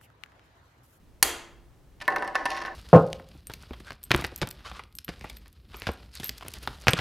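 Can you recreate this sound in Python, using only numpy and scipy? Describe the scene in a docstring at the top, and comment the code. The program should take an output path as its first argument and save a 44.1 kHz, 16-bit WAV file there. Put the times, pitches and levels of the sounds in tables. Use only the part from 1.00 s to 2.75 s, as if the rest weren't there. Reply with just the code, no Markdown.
"""A plastic gear train is forced by hand, close to the microphone in a small, live room.
A strained part lets go with one sharp snap: ringing tones plus a crack of noise, then a low shudder.
After a pause the gears skip tooth by tooth, knocking the plastic frame, rasping and ticking.
They grind on with small ticks as the axle twists: many tiny slips excite the same frame and teeth.
Random echoes that die away make the room, over a steady low rumble and faint hiss."""
import sys
import numpy as np
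from scipy import signal
from scipy.fft import rfft, irfft, next_fast_len
from scipy.io import wavfile

SR = 44100
rng = np.random.default_rng(int(sys.argv[2]) if len(sys.argv) > 2 else 0)


def generate_wav(sig):
    """Save sig (samples, or channels by samples) to the path in sys.argv[1] as 16-bit PCM at SR."""
    pcm = np.round(np.clip(np.atleast_2d(sig).T, -1, 1) * 32767).astype(np.int16)
    wavfile.write(sys.argv[1], SR, pcm)


N = 77175  # length in samples

# Here t60/s is the time a sound takes to fall by 60 dB. Spectrum and tone levels are relative.

# Background noise of the room: f/Hz, level/dB
FLOOR_SPECTRUM = [(20, -11.5), (35, -7), (55, -1.5), (75, -11.5), (110, -11), (180, -17.5), (300, -21),
                  (420, -25), (850, -30.5), (2000, -38), (5000, -44), (16000, -50)]
# Left-right difference of the background against its middle: f/Hz, level/dB
FLOOR_SIDE = [(25, -3.5), (70, -11), (300, -8), (2000, -6), (15000, -4.5)]
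FLOOR_DB = -55.5

# The snap and its rebound: t/s, level/dB
SNAP_TIMES = [(0.227, -7), (0.231, -19)]
# Ringing tones of the snapping part: f/Hz, level/dB, t60/s
SNAP_TONES = [(787.6, -12.5, 0.088), (1039, -13, .05), (1420, -11, 0.036), (1750, -12, .025),
              (2220, -6.5, .035), (2833, -1, 0.039), (3255, -0.5, .03), (4323, -1, 0.033),
              (4718, 1.5, 0.027), (6630, -5.5, 0.026), (8445, 1, 0.014), (10654, 3.5, .022),
              (11170, 0, 0.027), (13075, -4, .016)]
# Spectrum of the crack: f/Hz, level/dB
CRACK_SPECTRUM = [(60, -34), (150, -23), (280, -6), (600, -4.5), (3200, -1.5), (7000, -2.5), (12500, 0),
                  (14500, -7), (16500, -16.5)]
SNAP_RING_DB, CRACK_DB, CRACK_T60_S = -4.5, -2.5, 0.017

# How fast the room's echoes die away: f/Hz, t60/s
ROOM_T60 = [(150, 0.76), (400, .66), (1040, 0.64), (2760, 0.54), (7280, .42), (11000, .33), (15000, 0.202)]
# Tone colour of the echoes: f/Hz, level/dB
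ROOM_COLOUR = [(60, -6.5), (200, -0.5), (400, 4.5), (1000, -2), (2000, -4), (5000, -7), (10000, -7),
               (15000, -9.5)]
# Standing waves between the walls: f/Hz, level/dB, t60/s
STANDING_WAVES = [(291, -34, .55), (342.5, -30.5, 0.98), (434, -38, 0.65), (750, -38.5, .65),
                  (1019, -37, 0.54)]
ROOM_BUILD_S, ROOM_SIDE_DB, STANDING_WAVES_DB = 0.01, -12, -18.5
# How strongly the snap feeds the room: f/Hz, level/dB
SNAP_SEND = [(200, -3), (330, -2.5), (550, -6), (780, -1.5), (1050, 2), (1500, 2), (3000, -0.5),
             (5500, -0.5), (10000, -2.5), (14000, -0.5)]
# How strongly the gears feed the room: f/Hz, level/dB
GEAR_SEND = [(300, -0.5), (900, -4.5), (2000, -3.5), (2800, -3.5), (5500, -3.5), (9000, -5), (13000, -10)]
WALLS_S, WALLS_DB = 0.008, -15.5  # first reflections, which differ from side to side
FAR_RING_DB = -8  # small parts ring mostly for the near microphone; the room hears them less

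# Spectrum of the low rumble after the snap: f/Hz, level/dB
SHUDDER_SPECTRUM = [(20, -15.5), (45, -9), (66, 6), (100, -15), (250, -45)]
SHUDDER_DB, SHUDDER_RISE_S, SHUDDER_T60_S = -41, 0.02, 0.43

# Rubbing between the teeth: t/s, level/dB
GRIND_LEVELS = [(0.991, -86), (1.015, -49), (1.045, -65), (1.07, -69), (1.11, -66), (1.26, -47),
                (1.33, -60), (1.38, -54), (1.45, -55), (1.508, -38.5), (1.601, -38.5), (1.68, -49),
                (1.72, -56.5), (1.75, -60.5)]
SLIPS_PER_S, SLIP_SPREAD_DB = 550, 4.5
GRIND_RASP_DB, GRIND_TICK_DB = -9.5, -29.5  # against the frame's sound

# Teeth slipping and catching: t/s, frame knock level/dB, rasp level/dB, tick level/dB, tick f/Hz
TOOTH_SLIPS = [(1.0025, -53, -48.5, -65, 10400), (1.013, -38.5, -39.5, -57, 9000),
               (1.0158, -41.5, -50, -61, 9500), (1.0193, -45, -42.5, -51, 7700),
               (1.024, -50, -45.5, -58, 10600), (1.0537, -71, -50, -66, 10000),
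               (1.0790, -15.5, -33.5, -38.5, 12070), (1.1028, -42, -47, -58, 11700),
               (1.1216, -30, -47, -64, 10500), (1.1611, -20.5, -37.5, -43.5, 11900),
               (1.183, -61, -43, -63, 11000), (1.1963, -51, -61, -64, 10800),
               (1.2231, -26, -42.5, -53.5, 9000), (1.2282, -30.5, -53, -66, 10900),
               (1.2463, -34.5, -56, -58, 10700), (1.2761, -32, -42.5, -48.5, 8320),
               (1.3475, -29, -45.5, -63, 9700), (1.3540, -19.5, -28.5, -43, 10300),
               (1.359, -39, -43, -49, 11100), (1.4551, -22, -31.5, -38, 9740),
               (1.4605, -29.5, -33.5, -48, 9200), (1.5034, -46.5, -33, -43.5, 11150),
               (1.5166, -36.5, -35.5, -53, 9000), (1.5653, -42.5, -42.5, -57.5, 10000),
               (1.5723, -31.5, -40, -51, 9000), (1.6169, -35.5, -50, -63, 10200),
               (1.6207, -31.5, -43, -56, 10100), (1.636, -41.5, -48, -67, 9000),
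               (1.65, -30, -41.5, -61.5, 9400), (1.6599, -36.5, -42.5, -56, 11270),
               (1.6690, -35, -54, -64, 9500), (1.6790, -31.5, -55, -67, 10500)]
# Ringing tones of the plastic frame: f/Hz, level/dB, t60/s
FRAME_TONES = [(303, -18.5, 0.043), (595.6, -12.5, 0.092), (745, -19, 0.057), (781, -7.5, 0.079),
               (977, -7.5, .05), (980, -8.5, 0.086), (1084, -5.5, 0.085), (1264, -9.5, .04),
               (1519, -4, .05), (1766.3, -0.5, 0.062), (1960, -7.5, .048), (2158, -15, 0.064),
               (2690, -14, 0.033)]
# Spectrum of the dull thud in each knock: f/Hz, level/dB
THUD_SPECTRUM = [(40, -18), (130, -17), (400, -3.5), (900, 7.5), (1800, -1), (3000, -33), (6000, -45.5)]
THUD_DB, THUD_T60_S = -8.5, 0.018
# Spectrum of the rasp where teeth touch: f/Hz, level/dB
RASP_SPECTRUM = [(1000, -38.5), (2300, 5.5), (2800, 3.5), (3400, -1), (4500, 0.5), (5800, -5),
                 (7000, -15.5), (10000, -37.5)]
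RASP_T60_S = 0.03
# Spectrum of the noise in each tick: f/Hz, level/dB
TICK_SPECTRUM = [(4000, -41), (6000, -8), (7700, -3), (9000, 1), (10100, -2), (11700, -1), (13000, -14.5),
                 (16000, -18)]
TICK_T60_S, TICK_RING_DB, TICK_RING_T60_S = 0.014, 2.5, 0.0066
FRAME_RING_DB = -0.5
REBOUND_S, REBOUND_DB = 0.0055, -5.5  # delay and level of the tooth dropping into the next gap

ATTACK_S, TONE_SCATTER_DB = 0.0002, 1.5  # for every blow
CEILING, TOP_HZ = 0.94, 16200  # peak limit and upper band limit


def amp(db):
    """Turn decibels into gain."""
    return 10 ** (np.asarray(db) / 20)


def unit(x):
    """Scale a sound to an rms (average strength) of 1."""
    return x / np.sqrt(np.mean(x ** 2) + 1e-20)


def along(points, hz):
    """Read a value between (frequency, value) points on a log frequency axis."""
    f, v = np.transpose(points)
    return np.interp(np.log(hz + 1), np.log(f + 1), v)


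def filtered(x, response):
    """Multiply the spectrum of x by a gain that depends on frequency."""
    n = x.shape[-1]
    padded = next_fast_len(n + 2048)  # spare room at the end
    spectrum = rfft(x, padded) * response(np.fft.rfftfreq(padded, 1 / SR))
    return irfft(spectrum, padded)[..., :n]


def coloured(x, points):
    """Filter x with a table of levels."""
    return filtered(x, lambda hz: amp(along(points, hz)))


def noise(spectrum, size):
    """Make noise of rms 1 with the given spectrum."""
    return unit(coloured(rng.standard_normal(size), spectrum))


def room_tone():
    """Low rumble and faint hiss, as steady noise with a different left and right."""
    mid = noise(FLOOR_SPECTRUM, N)
    side = coloured(noise(FLOOR_SPECTRUM, N), FLOOR_SIDE)
    return amp(FLOOR_DB) * np.array([mid + side, mid - side])


def blow_time():
    """The time axis of one blow, in seconds."""
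    return np.arange(SR // 12) / SR


def strike(x):
    """Give a blow its quick attack and set its strength by its first milliseconds."""
    t = blow_time()
    x = x * (1 - np.exp(-t / ATTACK_S))
    early_power = np.sum(x ** 2 * np.exp(-t / 0.006)) / (0.003 * SR)
    return x / np.sqrt(early_power)


def ring(tones):
    """A struck solid sounds as a set of dying tones, a little different at each blow."""
    t = blow_time()
    total = np.zeros(len(t))
    for hz, db, t60 in tones:
        level_db = db + TONE_SCATTER_DB * rng.normal()
        wave = np.sin(2 * np.pi * (hz * t + rng.random()))
        total += amp(level_db - 60 * t / t60) * wave
    return strike(total)


def burst(spectrum, t60):
    """A crowd of short-lived tones, heard as a dying puff of noise."""
    t = blow_time()
    return strike(noise(spectrum, len(t)) * amp(-60 * t / t60))


def add(track, s, sound):
    """Mix a sound into the track at time s, in seconds."""
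    part = track[round(s * SR):][:len(sound)]
    part += sound[:len(part)]


def snap(ring_db):
    """The strained part lets go and rebounds: a bright crack and a short ring."""
    out = np.zeros(N)
    for s, db in SNAP_TIMES:
        ringing = amp(SNAP_RING_DB + ring_db) * ring(SNAP_TONES)
        crack = amp(CRACK_DB) * burst(CRACK_SPECTRUM, CRACK_T60_S)
        add(out, s, amp(db) * (ringing + crack))
    return out


def reverb(x):
    """Many blurred echoes form a dying tail, with a few standing waves between the walls."""
    # Random noise in which each frequency band dies at its own speed
    hz, frames, bands = signal.stft(rng.standard_normal((2, SR)), SR, nperseg=256)
    decay = amp(-60 * frames / along(ROOM_T60, hz)[:, None])
    tail = signal.istft(bands * decay, SR, nperseg=256)[1]
    tail = coloured(tail / np.linalg.norm(tail[0]), ROOM_COLOUR)
    t = np.arange(tail.shape[1]) / SR
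    standing = np.zeros(len(t))
    for f, db, t60 in STANDING_WAVES:
        standing += amp(STANDING_WAVES_DB + db - 60 * t / t60) * np.sin(2 * np.pi * f * t)
    mid = tail[0] + standing
    side = amp(ROOM_SIDE_DB) * tail[1]
    answer = np.array([mid + side, mid - side]) * (1 - np.exp(-t / ROOM_BUILD_S))
    return signal.fftconvolve(x[None], answer, axes=1)[:, :N]


def in_room(source, send, count):
    """Direct sound, first reflections and a tail fed by the source's sound in count other directions."""
    direct = source(0)
    walls = rng.standard_normal(len(blow_time())) * np.exp(-blow_time() / WALLS_S)
    walls = walls / np.linalg.norm(walls)
    side = amp(WALLS_DB) * signal.fftconvolve(direct, walls)[:N]
    # Each direction draws the source afresh
    tail = sum(reverb(source(FAR_RING_DB)) for _ in range(count)) / np.sqrt(count)
    return np.array([direct + side, direct - side]) + coloured(tail, send)


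def shudder():
    """A faint low rumble swells up after the snap and dies away."""
    t = np.maximum(np.arange(N) / SR - SNAP_TIMES[0][0], 0)
    swell = 1 - np.exp(-t / SHUDDER_RISE_S)
    return noise(SHUDDER_SPECTRUM, N) * amp(SHUDDER_DB - 60 * t / SHUDDER_T60_S) * swell


def grinding():
    """Tiny irregular slips excite the same frame and teeth."""
    happens = rng.random(N) < SLIPS_PER_S / SR
    strength = amp(SLIP_SPREAD_DB * np.clip(rng.standard_normal(N), -2, 2))
    slips = happens * strength * rng.choice([-1, 1], N)

    def through(body):
        """Let every slip set off the sound of a body."""
        return unit(signal.fftconvolve(slips, body)[:N])

    frame = through(ring(FRAME_TONES))
    rasp = amp(GRIND_RASP_DB) * through(burst(RASP_SPECTRUM, RASP_T60_S))
    ticks = amp(GRIND_TICK_DB) * through(burst(TICK_SPECTRUM, TICK_T60_S))
    level_db = np.interp(np.arange(N) / SR, *np.transpose(GRIND_LEVELS))
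    return (frame + rasp + ticks) * amp(level_db)


def teeth(ring_db):
    """Each skipping tooth knocks the frame twice, rasps at the contact and ticks at its own pitch."""
    out = np.zeros(N)
    for s, knock_db, rasp_db, tick_db, tick_hz in TOOTH_SLIPS:
        thud = amp(THUD_DB) * burst(THUD_SPECTRUM, THUD_T60_S)
        knock = amp(FRAME_RING_DB) * ring(FRAME_TONES) + thud
        rasp = burst(RASP_SPECTRUM, RASP_T60_S)
        tick_ring = amp(TICK_RING_DB + ring_db) * ring([(tick_hz, 0, TICK_RING_T60_S)])
        tick = strike(burst(TICK_SPECTRUM, TICK_T60_S) + tick_ring)
        add(out, s, amp(knock_db) * knock + amp(rasp_db) * rasp + amp(tick_db) * tick)
        # The tooth drops into the next gap
        second_db = knock_db + FRAME_RING_DB + REBOUND_DB
        add(out, s + REBOUND_S, amp(second_db) * ring(FRAME_TONES))
    return out


def gears(ring_db):
    """Skipping teeth over the rubbing."""
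    return teeth(ring_db) + grinding()


def scene():
    """Snap and gears in the room, with the shudder and the background."""
    snap_sound = in_room(snap, SNAP_SEND, count=4)
    gear_sound = in_room(gears, GEAR_SEND, count=2)
    return snap_sound + gear_sound + shudder() + room_tone()


def record(dry):
    """The recorder rounds off the highest peaks and cuts steeply above its band limit."""
    rounded = dry / (1 + np.abs(dry / CEILING) ** 4) ** (1 / 4)
    return filtered(rounded, lambda hz: 1 / (1 + (hz / TOP_HZ) ** 120))


dry = scene()
out = record(dry)
generate_wav(out)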